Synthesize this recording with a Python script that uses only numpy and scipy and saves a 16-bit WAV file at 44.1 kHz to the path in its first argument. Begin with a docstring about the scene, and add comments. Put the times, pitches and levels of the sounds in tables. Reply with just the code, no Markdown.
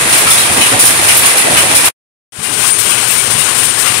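"""Two shuttle looms clatter in a hard-walled weaving shed, one after the other, a short silence between.
Each pick, about two a second, is a round of clacks from picking sticks, shuttle and sley, with steel
pings, shuttle-box clanks and frame thumps, over loose heddles and the din of the other machines.
The microphone rings in the treble and overloads; at the second loom its right side is muffled."""
import sys
import numpy as np
from scipy import signal
from scipy.fft import rfft, irfft, next_fast_len
from scipy.io import wavfile
from scipy.ndimage import map_coordinates

SR = 44100
rng = np.random.default_rng(int(sys.argv[2]) if len(sys.argv) > 2 else 0)


def persist_wave(psi):
    """Save psi, clipped to +-1, as 16-bit WAV."""
    counts = np.round(np.clip(psi, -1, 1) * 32767).astype(np.int16)
    wavfile.write(sys.argv[1], SR, np.atleast_2d(counts).T)


N = 176400
SECOND_LOOM_S = 2.1


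def amp(db):
    """Decibels to gain."""
    return 10 ** (np.asarray(db) / 20)


def unit(x):
    """Scale to rms 1."""
    return x / np.sqrt(np.mean(x ** 2) + 1e-20)


def clock():
    """Sample times in seconds."""
    return np.arange(N) / SR


def add(out, start_s, sound):
    """Mix a stereo sound into out."""
    part = out[:, int(start_s * SR):][:, :sound.shape[1]]
    part += sound[:, :part.shape[1]]


def along(points, hz):
    """Interpolate (freq_hz, value) points on a log axis."""
    freq_hz, values = np.transpose(points)
    return np.interp(np.log(hz + 1), np.log(freq_hz + 1), values)


def filtered(x, response):
    """Apply response(hz) by FFT."""
    size = next_fast_len(N + SR // 2)
    return irfft(rfft(x, size) * response(np.fft.rfftfreq(size, 1 / SR)), size)[..., :N]


def broad(points):
    """Smooth response through (freq_hz, gain_db) points."""
    return lambda hz: amp(along(points, hz))


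def ribbed(points, ripple_db, spacing_hz):
    """Broad response with crowded, irregular resonances."""
    knots = rng.standard_normal(2000)
    ripple = lambda hz: map_coordinates(knots, [hz / spacing_hz], mode="mirror")
    return lambda hz: amp(along(points, hz) + ripple_db * ripple(hz))


def resonant(modes):
    """Response of resonances summed in power."""
    return lambda hz: np.sqrt(sum(
        np.abs(amp(db) * hz * width_hz / (centre_hz ** 2 - hz ** 2 + 1j * hz * width_hz)) ** 2
        for centre_hz, width_hz, db in modes))


def diffuse(response):
    """Reverberant stereo noise, rms 1, alike on both sides only in the bass."""
    # freq_hz, left_right_correlation
    likeness = [(60, 0.78), (130, 0.83), (290, 0.57), (640, 0.43), (1410, -0.2), (3100, 0.066),
                (7000, -0.015)]

    def mid_side(hz):
        angle = np.arccos(np.clip(along(likeness, hz), -1, 1)) / 2
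        return response(hz) * np.array([np.cos(angle), np.sin(angle)])

    mid, side = filtered(rng.standard_normal((2, N)), mid_side)
    return unit(np.array([mid + side, mid - side]))


def blurred(pitch_hz, width_hz, t):
    """Stereo tone, rms 1, wandering in strength and phase."""
    knots = rng.standard_normal((2, 800)) + 1j * rng.standard_normal((2, 800))
    wander = np.array([np.interp(t * width_hz, np.arange(len(side)), side) for side in knots])
    return unit(np.real(wander * np.exp(2j * np.pi * pitch_hz * t)))


def strike(age_s, attack_s, t60_s):
    """Envelope of one blow building up and dying away."""
    return (1 - np.exp(-age_s / attack_s)) * np.exp(-np.log(1000) * age_s / t60_s)


def ring(pitch_hz, width_hz, attack_s, t60_s):
    """One struck mode, blurred by the shed's echoes."""
    t = np.arange(SR // 4) / SR
    return blurred(pitch_hz, width_hz, t) * strike(t, attack_s, t60_s)


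def blows(starts_s, levels_db, attack_s, t60_s):
    """Envelope of many blows; powers add."""
    power, t = np.zeros(N), clock()
    for start_s, level_db in zip(starts_s, levels_db):
        first = max(int(start_s * SR), 0)
        span = slice(first, first + SR // 2)
        age_s = np.maximum(t[span] - start_s, 0)
        power[span] += (amp(level_db) * strike(age_s, attack_s, t60_s)) ** 2
    return np.sqrt(power)


def struck(starts_s, levels_db, spectrum, attack_s, t60_s, parts):
    """Blows land on several parts in turn, each with its own resonances."""
    out = np.zeros((2, N))
    for k in range(parts):
        envelope = blows(starts_s[k::parts], levels_db[k::parts], attack_s, t60_s)
        out += envelope * diffuse(ribbed(spectrum, ripple_db=2.5, spacing_hz=172.3))
    return out


def rattle(rate_per_s=150, t60_s=0.04, spread_db=1.5, share=0.28):
    """Envelope, rms 1, of small random contacts between loose parts."""
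    contacts = (rng.random(N) < rate_per_s / SR) * amp(spread_db * rng.standard_normal(N)) ** 2
    decay = np.exp(-2 * np.log(1000) * clock()[:SR // 4] / t60_s)
    power = np.abs(signal.fftconvolve(contacts, decay)[:N])
    return np.sqrt(1 - share + share * power / power.mean())


def shed():
    """Gears and other looms merge into a rattling din over the drive's wavering hum."""
    # din around each loom: freq_hz, density_db
    first_spectrum = [(25, -26.5), (45, -24.5), (80, -5.5), (115, 1.5), (160, -4), (400, -2), (800, .5),
                      (1400, 0.5), (2400, 0.5), (4000, -4), (6000, -8.5), (8500, -6.5), (12000, -14),
                      (15500, -22.5)]
    second_spectrum = [(25, -24), (45, -9), (80, -5), (120, -1.5), (200, -2), (430, 0.5), (750, -2),
                       (1200, 2.8), (2000, 1), (2900, 2.5), (5000, -4), (8200, -3.5), (12000, -11.5),
                       (15500, -16.5)]
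    ripple_db, spacing_hz = 1.5, 35.18
    first = amp(-14.5) * diffuse(ribbed(first_spectrum, ripple_db, spacing_hz))
    second = amp(-12.5) * diffuse(ribbed(second_spectrum, ripple_db, spacing_hz))
    din = np.where(clock() < SECOND_LOOM_S, first, second) * rattle()
    hum = amp(-44) * blurred(pitch_hz=113.8, width_hz=35, t=clock())[0]
    return din + hum


def chatter(rate_per_s=45, centre_hz=1509, spread_oct=0.6, level_db=-23.5, spread_db=0.5):
    """Loose heddles and links knock at random, each at its own pitch."""
    out, count = np.zeros((2, N)), int(rate_per_s * N / SR)
    starts_s = rng.random(count) * N / SR
    scatter = np.clip(rng.standard_normal((count, 2)), -2, 2)
    for start_s, (detune, softness) in zip(starts_s, scatter):
        knock = ring(centre_hz * 2 ** (spread_oct * detune), width_hz=540, attack_s=0.0015, t60_s=0.11)
        add(out, start_s, amp(level_db - spread_db * softness) * knock)
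    return out


def frame():
    """The swinging sley shakes the frame: it thuds on the floor and its cast iron knocks."""
    # start_s, thud_db, knock_db
    thumps = [(0.017, -18.5, -27.5), (.12, -31, -20.5), (0.249, -18.5, -28), (.40, -37, -21),
              (0.491, -18.5, -18.5), (0.566, -18, -14), (.712, -19.5, -12.5), (.748, -23, -25),
              (.885, -23.5, -31), (0.986, -22.5, -20), (1.20, -29, -24), (1.444, -26.5, -15),
              (1.493, -18.5, -16.5), (1.535, -18.5, -29.5), (1.623, -24, -15), (1.699, -23, -18),
              (2.379, -14, -27), (2.48, -23.5, -16), (2.861, -22, -33), (2.935, -32, -43),
              (3.26, -21.5, -28), (3.335, -17, -30), (3.559, -27.5, -35), (3.895, -22, -32)]
    # centre_hz, width_hz, gain_db
    thud_modes = [(57, 14, -19.5), (112, 53, -1), (175, 54, -4), (222, 77, -8)]
    iron_modes = [(275, 36, -0.5), (328, 20, -1.5), (450, 30, -5.5), (569, 13, 2.5), (637, 8.3, -1),
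                  (750, 45, 0), (880, 60, -3)]
    start_s, thud_db, knock_db = np.transpose(thumps)
    thud = blows(start_s, thud_db, attack_s=0.0095, t60_s=0.26) * diffuse(resonant(thud_modes))
    knock = blows(start_s, knock_db, attack_s=0.0095, t60_s=0.33) * diffuse(resonant(iron_modes))
    return thud + knock


def pings():
    """The shuttle's steel fittings ring high and briefly when struck."""
    # start_s, level_db
    hits = [(.172, -19), (.855, -14), (1.165, -11), (1.254, -22), (1.85, -16), (2.79, -13), (3.105, -13)]
    # centre_hz, width_hz, gain_db
    steel_modes = [(7520, 180, -4.5), (10800, 70, 1), (12150, 120, 5), (13760, 220, -5.5),
                   (15500, 150, -4.5)]
    start_s, level_db = np.transpose(hits)
    return blows(start_s, level_db, attack_s=0.004, t60_s=0.25) * diffuse(resonant(steel_modes))


def linkage():
    """Levers, rods and springs each ring at their own pitch."""
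    # start_s, pitch_hz, level_db
    hits = [(0.27, 1332, -14), (.305, 3500, -14.5), (.375, 3844, -17), (1.243, 7000, -14),
            (1.365, 1543, -23), (1.369, 9950, -20), (1.415, 2003, -17.5), (1.462, 654, -14),
            (1.505, 578, -18), (1.755, 2350, -13), (1.84, 7300, -21), (2.702, 9070, -12.5),
            (2.72, 6373, -18), (3.055, 1536, -22), (3.175, 2260, -13.5), (3.437, 6670, -15),
            (3.474, 1088, -17), (3.67, 9010, -17.5), (3.774, 1763, -19), (3.837, 1189, -12)]
    out = np.zeros((2, N))
    for start_s, pitch_hz, level_db in hits:
        add(out, start_s, amp(level_db) * ring(pitch_hz, width_hz=170, attack_s=0.004, t60_s=0.28))
    return out


def shuttle_box():
    """The box clanks as it catches the shuttle, at a different pitch each time."""
    # start_s, pitch_hz, level_db
    catches = [(0.609, 2950, -9), (1.081, 2625, -13.5), (1.088, 2906, -12), (1.09, 2057, -19.5),
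               (1.567, 2997, -11), (2.445, 2823, -11), (2.903, 2976, -10), (2.967, 3020, -13.5),
               (3.099, 2676, -10.5), (3.39, 2780, -11), (3.865, 2800, -11)]
    # pitch_ratio, gain_db
    box_modes = [(.73, -9), (0.871, -6), (1, -2.5), (1.082, -8), (1.351, -11.5), (2.1, -14.5)]
    out = np.zeros((2, N))
    for start_s, pitch_hz, level_db in catches:
        for ratio, gain_db in box_modes:
            mode = ring(pitch_hz * ratio, width_hz=140, attack_s=0.003, t60_s=0.25)
            add(out, start_s, amp(level_db + gain_db) * mode)
    return out


def snaps():
    """Steel hits steel close by, standing out briefly ahead of the echoes."""
    # start_s, level_db
    hits = [(.177, -14), (0.301, -8), (.612, -15), (0.862, -10), (1.079, -17), (1.173, -10), (1.259, -12),
            (1.855, -8), (2.785, -9), (3.074, -12), (3.104, -8), (3.383, -13), (3.576, -12), (3.79, -13)]
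    # freq_hz, gain_db
    spectrum = [(500, -24.5), (2500, -5), (5000, 2), (8000, 2.5), (12000, 3.5), (15500, -1)]
    start_s, level_db = np.transpose(hits)
    return blows(start_s, level_db, attack_s=0.0015, t60_s=0.063) * diffuse(broad(spectrum))


def clacks():
    """Picking sticks, shuttle and sley strike: wooden body and hard crack, roughened by loose parts."""
    # start_s, body_db, crack_db
    hits = [(-.02, -20.5, -16), (.055, -23, -21), (0.084, -12.5, -9), (.122, -6, -5), (.148, -20, -13),
            (.175, -15.5, -8), (0.264, -7.5, -9.5), (0.301, -14, -2), (0.373, -9, -5.5), (.435, -16, -17),
            (0.514, -22, -12), (.565, -13, -12), (0.605, -10.5, -7.5), (0.659, -11.5, -9),
            (.715, -10.5, -31), (0.789, -11, -1), (.846, -11, -2.5), (.948, -31, -12), (1.028, -17, -8.5),
            (1.079, -7, -3.5), (1.142, -20.5, -5.5), (1.227, -7, -11.5), (1.253, -10, -4),
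            (1.366, -9, -7.5), (1.511, -11, -12), (1.566, -7.5, -5), (1.617, -21, -11.5),
            (1.688, -11, -14.5), (1.746, -15, -1), (1.839, -6.5, -7.5), (2.425, -7, -3), (2.52, -19, -8),
            (2.601, -11.5, -5), (2.628, -5, -4.5), (2.666, -14, -1), (2.784, -13, -1), (2.85, -12, -13),
            (2.889, -6.5, -3), (2.971, -10, -10), (3.025, -13, -11), (3.074, -11, -5), (3.108, -11.5, -4.5),
            (3.17, -19, -5), (3.3, -10.5, -4), (3.35, -10, -18), (3.383, -8.5, -2.5), (3.46, -9.5, -15),
            (3.545, -15.5, -11), (3.577, -10.5, -3.5), (3.625, -9, -2), (3.782, -9.5, -1.5),
            (3.856, -5, -4.5), (3.934, -8.5, -11)]
    # freq_hz, gain_db
    body_spectrum = [(100, -25.5), (400, -20.5), (900, -5), (1500, -3), (2500, 1), (4000, -6),
                     (7000, -18.5), (15000, -36.5)]
    crack_spectrum = [(200, -28.5), (1500, -8), (4000, 6), (7000, 6), (10000, 4.5), (12000, 0),
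                      (15500, -0.5)]
    start_s, body_db, crack_db = np.transpose(hits)
    body = struck(start_s, body_db - 4, body_spectrum, attack_s=0.004, t60_s=0.39, parts=4)
    crack = struck(start_s, crack_db - 5.5, crack_spectrum, attack_s=0.007, t60_s=0.33, parts=3)
    return body * rattle() + crack * rattle()


def dips(onset_s=0.003, recovery_s=0.049):
    """Gain that drops abruptly and recovers."""
    # start_s, strength_db
    drops = [(2.708, 5), (3.666, 1)]
    start_s, strength_db = np.transpose(drops)
    age_s = np.maximum(clock()[:, None] - start_s, 0)
    shape = (1 - np.exp(-age_s / onset_s)) * np.exp(-age_s / recovery_s)
    return amp(-shape @ strength_db)


def scene():
    """Each near loom in turn, inside the din of the shed."""
    loom = clacks() + snaps() + shuttle_box() + linkage() + pings() + chatter() + frame()
    return (loom + shed()) * dips()


def port(hz, centre_hz, width_hz, boost_db):
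    """Treble resonance of one microphone port."""
    return np.sqrt(1 + (amp(boost_db) ** 2 - 1) / (1 + (2 * (hz - centre_hz) / width_hz) ** 2))


def first_ports(hz):
    """Microphone response at the first loom: both ports ring, balance mostly to the left."""
    # freq_hz, left_over_right_db
    balance = [(110, -0.5), (380, 1), (700, -1), (1290, 1.3), (2400, 6), (4400, 0.5), (8000, 4)]
    lean = amp(along(balance, hz) / 2)
    left = port(hz, centre_hz=9350, width_hz=630, boost_db=12.5) * lean
    right = port(hz, centre_hz=9820, width_hz=1240, boost_db=15.8) / lean
    return np.array([left, right])


def second_ports(hz):
    """Microphone response at the second loom: left rings, right is muffled as if covered."""
    # freq_hz, gain_db
    covered = [(60, -24), (110, 5), (200, -6.5), (380, -11.5), (750, -12.5), (1290, -18.5), (2400, -30),
               (4400, -32), (9000, -30.5), (15000, -31)]
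    left = port(hz, centre_hz=9220, width_hz=1040, boost_db=14.5)
    return np.array([left, amp(along(covered, hz))])


def fades(return_s=2.322, rise_s=0.29):
    """Gain: quick fade out of the first loom, slower fade in of the second."""
    # time_s, gain_db
    fade_points = [(1.886, 1.5), (1.892, -11), (1.902, -13), (1.92, -52), (1.95, -110)]
    t = clock()
    fade_out = amp(np.interp(t, *np.transpose(fade_points)))
    fade_in = (t > return_s) * np.clip(0.063 + (t - return_s) / rise_s, 0, 1)
    return fade_out + fade_in


def record(dry):
    """Port colour, soft overload, fades, band limit."""
    hardness, top_hz, edge_hz = 3.3, 15800, 150
    coloured = np.where(clock() < SECOND_LOOM_S, filtered(dry, first_ports), filtered(dry, second_ports))
    clipped = coloured / (1 + np.abs(coloured) ** hardness) ** (1 / hardness)
    band_limit = lambda hz: np.sin(np.pi / 2 * np.clip((top_hz - hz) / edge_hz, 0, 1)) ** 2
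    return filtered(clipped * fades(), band_limit)


dry = scene()
out = record(dry)
persist_wave(out)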